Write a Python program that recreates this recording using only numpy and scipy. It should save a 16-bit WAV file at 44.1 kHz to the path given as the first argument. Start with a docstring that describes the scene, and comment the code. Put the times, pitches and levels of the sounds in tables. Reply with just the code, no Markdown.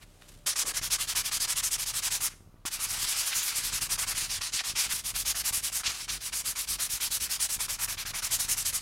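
"""A folded sheet of sandpaper is rubbed to and fro by hand over a wooden board, close to a small mono microphone.
The scratching is noise grains coloured in bands, each following the speed of the hand; the board drums below.
The paper rustles before it lands, is lifted once, and scuffs where it catches; damped modes ring as it lands.
A small room answers with decaying noise. A low electrical throb of alternating kicks, lone ticks and
a quiet hiss run underneath, with a faint tone before the work starts."""
import sys
import numpy as np
from scipy import signal
from scipy.fft import rfft, irfft, next_fast_len
from scipy.io import wavfile
from scipy.ndimage import uniform_filter1d

SR = 44100
rng = np.random.default_rng(int(sys.argv[2]) if len(sys.argv) > 2 else 0)


def log_audio(samples):
    """Write samples as a 16-bit WAV file to the path given in sys.argv[1]."""
    # one column per channel
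    frames = np.atleast_2d(samples).T
    # limit to full scale, then quantise
    limited = np.clip(frames, -1, 1)
    pcm = np.round(limited * 32767).astype(np.int16)
    wavfile.write(sys.argv[1], SR, pcm)


def volts_from_decibels(level):
    """Turn decibel levels (scalar or array-like) into linear amplitude factors."""
    exponent = np.asarray(level, float) / 20
    return 10 ** exponent


N = 388521
T_S = np.arange(N) / SR

# Air and circuit noise. Each row: frequency in Hz, density in dB per Hz.
HISS_COLOUR = [(120, -23), (200, -4), (340, -3), (579, -5), (933, -7.5), (1270, -6.5), (1810, -16.5),
               (2380, -15.5), (16000, -27.5)]
# Throb, gliding from row to row. Each row: time in seconds, beat rate in Hz, level in dB before the cut when fast.
THROB_PATH = [(0, 34, -54), (.2, 32.2, -63), (.4, 31.83, -51.5), (.55, 32.36, -62), (.7, 30.04, -51),
              (2.25, 30.32, -52), (2.37, 30.31, -60), (2.6, 30.2, -58.5), (3.04, 30.6, -49.5),
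              (3.25, 30.14, -59), (3.55, 38.47, -57), (3.68, 39.6, -50), (3.87, 30.6, -48),
              (4.39, 30.54, -49.5), (4.6, 44.37, -62), (4.78, 45.1, -49), (4.95, 43.4, -56),
              (5.17, 42.47, -46), (5.38, 44.9, -51.5), (6.0, 44.85, -57), (6.13, 42.7, -51),
              (6.45, 42.5, -56), (6.75, 42.4, -52), (7.3, 42.2, -54), (7.52, 42.2, -53.5),
              (7.7, 30.55, -50), (8.69, 30.4, -48), (8.81, 30.3, -50)]
# Sheet handled in the air, steady rustle. Each row: time in seconds, level of the sharp part in dB.
HANDLING_LEVEL = [(0.0, -68), (0.312, -62), (0.45, -69)]
# Single crinkles. Each row: middle in seconds, sharp part in dB, dull part in dB, length in seconds.
CRINKLE_EVENTS = [(0.028, -57, -52.5, 0.026), (0.217, -66, -60, 0.0092), (0.222, -62, -48, 0.005),
                  (0.243, -72, -65, .03), (0.292, -51.5, -57.5, .016), (.322, -59, -63, .012),
                  (0.342, -58, -68, .004), (0.348, -65, -64, .01), (.361, -62, -72, .004),
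                  (0.377, -62, -72, .005), (.39, -64, -72, .006)]
# Hand strokes from turn to turn. Each row: start in seconds, level at top speed in dB,
# place of top speed (0-1 of the stroke), board drumming in dB, brightness in dB.
HAND_STROKES = [(.461, -25, .13, -3, -2), (.548, -24.5, 0.48, 1, 1), (.643, -28.5, 0.55, 4, 2),
                (.728, -29, .58, 3.5, -2), (.803, -29.5, 0.6, 1, -2), (.894, -24, 0.45, -2, -2),
                (.975, -28.5, 0.5, 2, -3), (1.062, -26.7, 0.55, -0.5, -4), (1.142, -26, 0.5, .6, -2),
                (1.229, -28, 0.62, -0.5, -5), (1.303, -27, .5, 0, -4), (1.39, -25.5, 0.47, -2, -2),
                (1.466, -26, 0.5, 1.5, 0), (1.546, -25.5, 0.58, -2, -.7), (1.617, -26, 0.5, -2, .7),
                (1.7, -25, 0.45, -4, 1), (1.772, -28, .57, .5, -.4), (1.85, -28.4, 0.45, -0.5, -2),
                (1.925, -29, 0.6, 1, -1), (2.011, -26, 0.55, -1, -0.5), (2.096, -27.5, 0.41, .5, -1.5),
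                (2.193, -26, 0.56, 1, 4.5), (2.291, -88.5, .5, 0, 0), (2.653, -29.5, .27, 4, 1),
                (2.699, -31.1, 0.49, 0.5, 2), (2.782, -28.5, 0.61, 1.5, 2), (2.871, -34.5, .46, 3.5, 7),
                (2.969, -30, .68, -6, -1), (3.062, -31.5, .53, -20, 6), (3.147, -31.5, 0.5, -16, 2),
                (3.241, -34.5, 0.4, -20, 8), (3.321, -31, .52, -17, 3), (3.424, -30.5, 0.1, -3, 0),
                (3.54, -30.5, .4, -4, 3), (3.62, -29.5, 0.5, -2, -3), (3.711, -27, 0.55, 1, -2),
                (3.799, -29.5, 0.42, 1, -1.5), (3.881, -26.5, .58, .7, 0), (3.97, -27.5, 0.45, 7, 0),
                (4.057, -29, 0.53, 5.5, -0.5), (4.14, -29.5, 0.28, 1.5, -3), (4.283, -29, 0.39, -.5, -9),
                (4.4, -30.5, 0.39, 1.5, -6.5), (4.512, -27, 0.41, -4, -6.5), (4.629, -29, 0.36, .5, -5),
                (4.739, -25.5, 0.48, .5, -4), (4.884, -30, 0.28, -0.5, -1.5), (5.027, -30.5, 0.5, -1, -2),
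                (5.128, -28.5, 0.58, -2.3, -1), (5.239, -26, 0.55, -1, -1), (5.335, -28.5, .57, 1, -0.5),
                (5.429, -27.5, 0.54, 0, 1), (5.515, -28, 0.4, .2, 1.5), (5.615, -29.5, 0.42, -1, -3),
                (5.71, -31, 0.37, 2, -.5), (5.826, -33, .26, 5, -8), (5.989, -36, .59, -1.5, -7),
                (6.067, -32, 0.53, 3.5, -4.2), (6.189, -32, 0.67, -1.6, -5), (6.306, -30, 0.65, 1.7, 1.1),
                (6.429, -30.5, 0.54, -1, -.5), (6.54, -31, 0.57, 0.8, -2), (6.66, -29, 0.54, -4, -1),
                (6.773, -28, 0.59, 0, -.5), (6.882, -29.5, 0.42, -1, 0), (6.991, -27.5, 0.51, -0.5, -3.5),
                (7.094, -28.4, 0.49, 0, -1), (7.19, -27.8, 0.51, -2, -2), (7.283, -27.5, 0.42, -2, -2.5),
                (7.382, -27, 0.56, -2, 0), (7.479, -28.5, .44, -1, 0), (7.58, -28.5, 0.55, 2, 1),
                (7.673, -30, .44, 2.5, -1), (7.774, -29.5, .65, 4, -.5), (7.869, -32, .4, 4.5, -2),
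                (7.962, -33.5, 0.56, 7.5, -10.5), (8.045, -33.5, 0.46, 6.5, -7),
                (8.125, -30, 0.62, 7, -2.5), (8.212, -29.5, .5, 3, -2), (8.291, -26.5, 0.61, 0, 1),
                (8.381, -27.5, 0.37, -2.6, 0.5), (8.471, -26, .5, -1, 2.5), (8.558, -29.5, .46, -1.5, 2),
                (8.64, -26.5, 0.51, -4.5, -.5), (8.719, -27.6, 0.44, -.5, 2.5), (8.8, -38.5, 0.45, 0, -1.5)]
# Colour of the scratching. Each row: frequency in Hz, density in dB per Hz.
GRIT_COLOUR = [(150, -42), (250, -15.5), (519, -12), (1160, -2), (1880, -0.5), (2360, 2), (3770, 2.5),
               (5440, 7), (7980, 7), (9490, 9), (10500, 9.5), (14200, 2), (16000, -5.5)]
# How the colour regions follow the hand. Each row: frequency in Hz, power of speed (before evening),
# lead of the top in shares of a stroke, offset at the turns in dB, share of the drumming's lean.
COLOUR_REGIONS = [(450, 0.089, .02, 6, 0.55), (1300, 0.14, 0.023, 7.5, 1), (4220, 0.67, .02, 5.5, 0.26),
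                  (8470, 0.97, 0.012, -2, 0.21), (12800, 1.7, 0.01, -6, 0), (15500, 1.1, 0.01, -5, 0.039)]
# Scratching left at the turns. Each row: time in seconds, level in dB (faint: hand stops, loud: it circles).
TURN_LEVEL = [(.46, -36), (.55, -62), (.8, -65), (1.0, -53), (1.4, -50), (2.2, -49), (2.65, -39),
              (2.7, -50.5), (2.97, -36), (3.24, -33), (3.62, -36.5), (3.95, -57), (4.07, -45.5),
              (4.29, -43.5), (4.4, -58), (4.74, -53), (4.885, -44.5), (5.03, -57), (5.45, -53), (5.83, -56),
              (5.99, -39), (6.07, -60), (7.3, -51), (8.05, -64), (8.3, -45.5), (8.8, -48)]
# Slow change of place and grip. Each row: time in seconds, finest dust hiss in dB,
# lean of the drumming towards the stroke's end in dB, part of it that flips with direction in dB.
GRIP_PATH = [(.5, -6.5, -1, -1), (1.2, -3.5, 0, 3.5), (2.1, -4, 0.5, 1.5), (2.25, -1, -5, 4),
             (2.7, -5.5, -2, -1), (3.2, -1, 14, 3), (3.5, -.5, 13, 4), (3.7, -3, -1.5, -0.5),
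             (4.1, -4, 1, 1), (4.55, -10.5, -3, 1.5), (4.95, -3.5, 0.5, 4), (5.4, -1, -4, 1),
             (5.75, -2.5, 4, 1.5), (5.9, -14, -7, -5), (6.2, -3, -1.5, -2), (7.0, -1.5, -2, -2.5),
             (7.2, -0.5, 0, 1), (7.7, -2, -5.5, 0.5), (8.8, -3.5, -2.5, 0)]
# Board modes. Each row: frequency in Hz, level in dB, t60 in seconds.
BOARD_MODES = [(326, -12.5, 0.018), (1150, -6.5, 0.0093), (1800, -16, .01)]
# Paper landing on the board. Each row: time in seconds, strength of the push in dB.
LANDINGS = [(.4625, -32), (2.6525, -21)]
# Harder scuffs and brushes. Each row: middle in seconds, level in dB, centre in Hz, length in seconds.
SCUFF_EVENTS = [(0.479, -33, 5500, 0.023), (0.481, -41, 900, 0.015), (0.68, -50, 399, 0.095),
                (2.066, -35, 5000, .002), (2.312, -55, 5000, 0.039), (2.315, -54, 1700, 0.054),
                (2.567, -69, 1300, 0.0092), (3.328, -31.5, 2230, 0.03), (4.417, -42.5, 1300, 0.014),
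                (4.598, -30.5, 2810, 0.026), (4.611, -39, 1200, 0.014), (4.918, -34, 2195, 0.035),
                (5.758, -34, 8030, 0.014), (5.871, -25, 3780, .025), (6.099, -32.5, 3970, 0.021),
                (6.334, -36.5, 2510, 0.019), (7.846, -24, 8000, .003)]
# Lone ticks. Each row: time in seconds, level in dB, direction (1 down, -1 up).
TICK_EVENTS = [(.814, -37, 1), (.879, -41, 1), (2.339, -44, 1), (2.407, -41, 1), (2.474, -43, 1),
               (2.542, -41, 1), (3.365, -37, -1), (3.586, -38.5, 1), (3.655, -40, 1), (3.736, -37, -1),
               (3.82, -37, -1), (4.543, -38.5, 1), (4.699, -39, 1), (4.94, -38, 1), (5.51, -38, 1),
               (5.577, -40, 1), (5.88, -36, 1), (6.707, -40, -1), (6.938, -40, -1), (7.564, -39, -1),
               (8.108, -41, 1)]


def unit(x):
    """Scaled to rms 1."""
    return x / np.sqrt(np.mean(x ** 2))


def band(x, lo_hz, hi_hz):
    """Butterworth band-pass."""
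    edges_hz = [lo_hz, min(hi_hz, .45 * SR)]
    return signal.sosfilt(signal.butter(2, edges_hz, "band", fs=SR, output="sos"), x)


def density_gain(colour, hz):
    """Gain of a (Hz, dB) table at the given frequencies, log axis."""
    f_hz, db = np.transpose(colour)
    return volts_from_decibels(np.interp(np.log(hz), np.log(f_hz), db))


def walk(rate_hz):
    """Random levels held 1 / rate_hz seconds and slewed; spread 1."""
    hold = int(SR / rate_hz)
    levels = np.repeat(rng.standard_normal(N // hold + 1), hold)
    return unit(uniform_filter1d(levels, hold)[:N])


def bell(t_s, middle_s, length_s):
    """Gaussian swell, down to 1/e half a length from its middle."""
    return np.exp(-((t_s - middle_s) / length_s * 2) ** 2)


def spikes(events):
    """One impulse a row: seconds, dB and, if given, direction."""
    x = np.zeros(N)
    for s, db, *way in events:
        x[int(s * SR)] += volts_from_decibels(db) * np.sign(np.prod(way))
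    return x


def kick():
    """Quick rise and slow decay of a 45 Hz swing, shared by throb and ticks."""
    t = np.arange(int(.03 * SR)) / SR
    return (1 - np.exp(-t / .0003)) * np.exp(-t / .004) * np.cos(2 * np.pi * 45 * t)


def hiss(noise_db=-67, tone_db=-71, tone_hz=590, tone_end_s=.45):
    """Coloured air and circuit noise, with a thin band of noise as a tone at first."""
    hz = np.maximum(np.fft.rfftfreq(N, 1 / SR), 1)
    noise = unit(irfft(rfft(rng.standard_normal(N)) * density_gain(HISS_COLOUR, hz), N))
    tone = unit(band(rng.standard_normal(N), tone_hz - 3, tone_hz + 3)) * (T_S < tone_end_s)
    return volts_from_decibels(noise_db) * noise + volts_from_decibels(tone_db) * tone


def throb(murmur_db=-6, flutter_db=1.8):
    """Up and down kicks at a slightly uneven rate, each dying away: a soft beat with a sharp edge."""
    s, *columns = np.transpose(THROB_PATH)
    rate_hz, level_db = (np.interp(T_S, s, c) for c in columns)
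    # steady when slow, stumbling when fast
    fast = np.clip((rate_hz - 33) / 8, 0, 1)
    jitter = .07 + .15 * fast
    scatter_db = 6.6 + 2.4 * fast
    # the edge swells less than the beat, more when fast
    edge_db = -4.5 - 0.34 * (level_db + 53) + flutter_db * walk(9) + 1.5 * fast
    half_cycle = np.floor(np.cumsum(2 * rate_hz * (1 + jitter * walk(30))) / SR).astype(int)
    kicks = np.diff(half_cycle, prepend=0) * (-1.) ** half_cycle
    kicks = kicks * volts_from_decibels(scatter_db * rng.uniform(-1, 1, N // 100)[half_cycle])
    beat = unit(band(kicks, 23.2, 61.7))
    edge = unit(band(signal.fftconvolve(kicks, kick())[:N], 43.0, 480))
    murmur = unit(band(rng.standard_normal(N), 58, 127))
    return volts_from_decibels(level_db - 3.5 * fast) * (beat + volts_from_decibels(edge_db) * edge + volts_from_decibels(murmur_db) * murmur)


def rustle():
    """Stiff paper crackles faintly while it is carried to the board: uneven noise in sharp and dull bands."""
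    crackle = rng.standard_normal(N) * volts_from_decibels(2 * rng.exponential(size=N)) * volts_from_decibels(0.91 * walk(149.0))
    sharp = unit(band(crackle, 2530, 10600))
    dull = unit(band(crackle, 720, 4160))
    low = unit(band(crackle, 260, 1000))
    s, db = np.transpose(HANDLING_LEVEL)
    out = volts_from_decibels(np.interp(T_S, s, db)) * (T_S < s[-1]) * (sharp + 1.02 * dull + 0.71 * low)
    for middle_s, sharp_db, dull_db, length_s in CRINKLE_EVENTS:
        out += bell(T_S, middle_s, length_s) * (volts_from_decibels(sharp_db) * sharp + volts_from_decibels(dull_db) * dull)
    return out


def hand_shapes(cruise=0.56):
    """Level of each colour region over time: hand speed past a stick-slip threshold, raised to a power."""
    stick, stop = 0.29, 0.13  # shares of top speed: grit breaks loose past the first, clings under the second
    start_s, peak_db, top, drum_db, bright_db = np.transpose(HAND_STROKES)
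    s, *grip = np.transpose(GRIP_PATH)
    dust_db, lean_db, flip_db = (np.interp(start_s + .045, s, c) for c in grip)
    # hard strokes raise less dust, bright ones more
    dust_db = dust_db - 0.29 * (peak_db + 28) + .2 * bright_db
    lean_db = lean_db - flip_db * (-1.) ** np.arange(len(start_s))

    k = np.clip(np.searchsorted(start_s, T_S) - 1, 0, len(start_s) - 1)
    length_s = np.diff(np.append(start_s, start_s[-1] + 0.0705))[k]
    u = np.clip((T_S - start_s[k]) / length_s, 0, 1)
    even = (0.061 / length_s) ** cruise  # long strokes run at a steadier speed
    # the hand rarely stops dead: a curved turn keeps some scratching alive
    turn_db = np.minimum(np.interp(T_S, *np.transpose(TURN_LEVEL)), peak_db[k])

    colour_db = [0.53 * drum_db, drum_db, -bright_db / 2, bright_db / 2, dust_db, dust_db]
    shapes = []
    for (_, power, early, rest_db, share), db in zip(COLOUR_REGIONS, colour_db):
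        p = np.clip(top[k] - early, .05, .95)
        speed = np.sin(np.pi / 2 * np.where(u < p, u / p, (1 - u) / (1 - p)))
        cling = np.where(u < p, stick, stop)
        slip = np.maximum(speed - cling, 0) / (1 - cling)
        # the board drums more near its free end, so the lows lean towards one end of the stroke
        lean = volts_from_decibels(share * lean_db[k] * (2 * u - 1))
        stroke = volts_from_decibels(peak_db + db)[k] * lean * slip ** (power * even)
        shape = np.hypot(stroke, volts_from_decibels(turn_db + rest_db)) * (T_S > start_s[0])
        shapes.append(uniform_filter1d(shape, size=60))
    return shapes


def sanding(patchy_db=1.34, bumpy_db=1.29):
    """Grain scratches in quarter-octave bands; the faster the hand, the louder and brighter."""
    shapes = hand_shapes()
    # a few grains bite deeper than the rest; the wood grain makes the drag bumpy
    bite_db = 2.2 * np.minimum(rng.exponential(size=N), 3.5)
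    grains = rng.standard_normal(N) * volts_from_decibels(bite_db + bumpy_db * walk(90))
    size = next_fast_len(N)
    f_hz = np.maximum(np.fft.rfftfreq(size, 1 / SR), 1)
    coloured = unit(irfft(rfft(grains, size) * density_gain(GRIT_COLOUR, f_hz), size))
    spectrum = rfft(coloured)
    region_hz = np.array(COLOUR_REGIONS)[:, 0]
    out = 0
    for hz in 125 * 2 ** np.arange(0, 7.3, .25):
        place = np.interp(np.log(hz), np.log(region_hz), np.arange(len(region_hz)))
        j = min(int(place), len(region_hz) - 2)
        shape = shapes[j] ** (j + 1 - place) * shapes[j + 1] ** (place - j)
        # neighbouring windows add up to one
        window = np.cos(2 * np.pi * np.clip(np.log2(f_hz / hz), -.25, .25)) ** 2
        # the bent sheet's resonances shift with the grip, so each band swells on its own
        patches = volts_from_decibels(patchy_db * walk(22))
        out = out + shape * patches * irfft(spectrum * window, size)[:N]
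    return out


def knocks():
    """A short push, as the paper lands, rings the board's damped modes."""
    t = np.arange(int(.1 * SR)) / SR
    ring = sum(volts_from_decibels(db) * np.sin(2 * np.pi * hz * t) * 1000 ** (-t / t60_s) for hz, db, t60_s in BOARD_MODES)
    return -signal.fftconvolve(spikes(LANDINGS), ring)[:N]


def room(x, low_t60_s=.46, top_hz=7000):
    """Dense echoes as decaying noise, the treble dying first."""
    t = np.arange(int(.7 * SR)) / SR
    low, high = rng.standard_normal((2, len(t)))
    low = signal.sosfilt(signal.butter(1, top_hz, fs=SR, output="sos"), low) * 1000 ** (-t / low_t60_s)
    high = high * 1000 ** (-t / (0.44 * low_t60_s))
    tail = (low + 0.8 * high) * (t > .004)
    return signal.fftconvolve(x, tail / np.sqrt(np.sum(tail ** 2)))[:N]


def scuffs():
    """Noise bursts around one pitch where the sheet catches."""
    out = np.zeros(N)
    for s, db, hz, length_s in SCUFF_EVENTS:
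        i = slice(int((s - .1) * SR), int((s + .1) * SR))
        burst = unit(band(rng.standard_normal(SR // 5 + 1), hz / 1.63, hz * 1.73))[:len(T_S[i])]
        out[i] += volts_from_decibels(db) * bell(T_S[i], s, length_s) * burst
    return out


def ticks(rebound_s=0.0171, rebound_db=-5):
    """Lone kicks, each followed by a softer opposite one."""
    shape = kick()
    x = signal.fftconvolve(spikes(TICK_EVENTS), shape / shape.max())[:N]
    x -= volts_from_decibels(rebound_db) * uniform_filter1d(np.roll(x, int(rebound_s * SR)), size=40)
    return -x


def scene(room_db=-18.5):
    """Everything reaches one microphone; both channels are alike."""
    near = rustle() + sanding() + knocks() + scuffs()
    mix = hiss() + throb() + near + volts_from_decibels(room_db) * room(near) + ticks()
    return np.tile(mix, (2, 1))


def roll_off(x):
    """The treble ends steeply here."""
    return signal.sosfilt(signal.butter(12, 16420, fs=SR, output="sos"), x)


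def record(dry, top_hz=15850):
    """A steep elliptic low-pass cuts off the top."""
    cut = signal.sosfilt(signal.ellip(10, .2, 80, top_hz, fs=SR, output="sos"), dry)
    return roll_off(cut)


dry = scene()
out = record(dry)
log_audio(out)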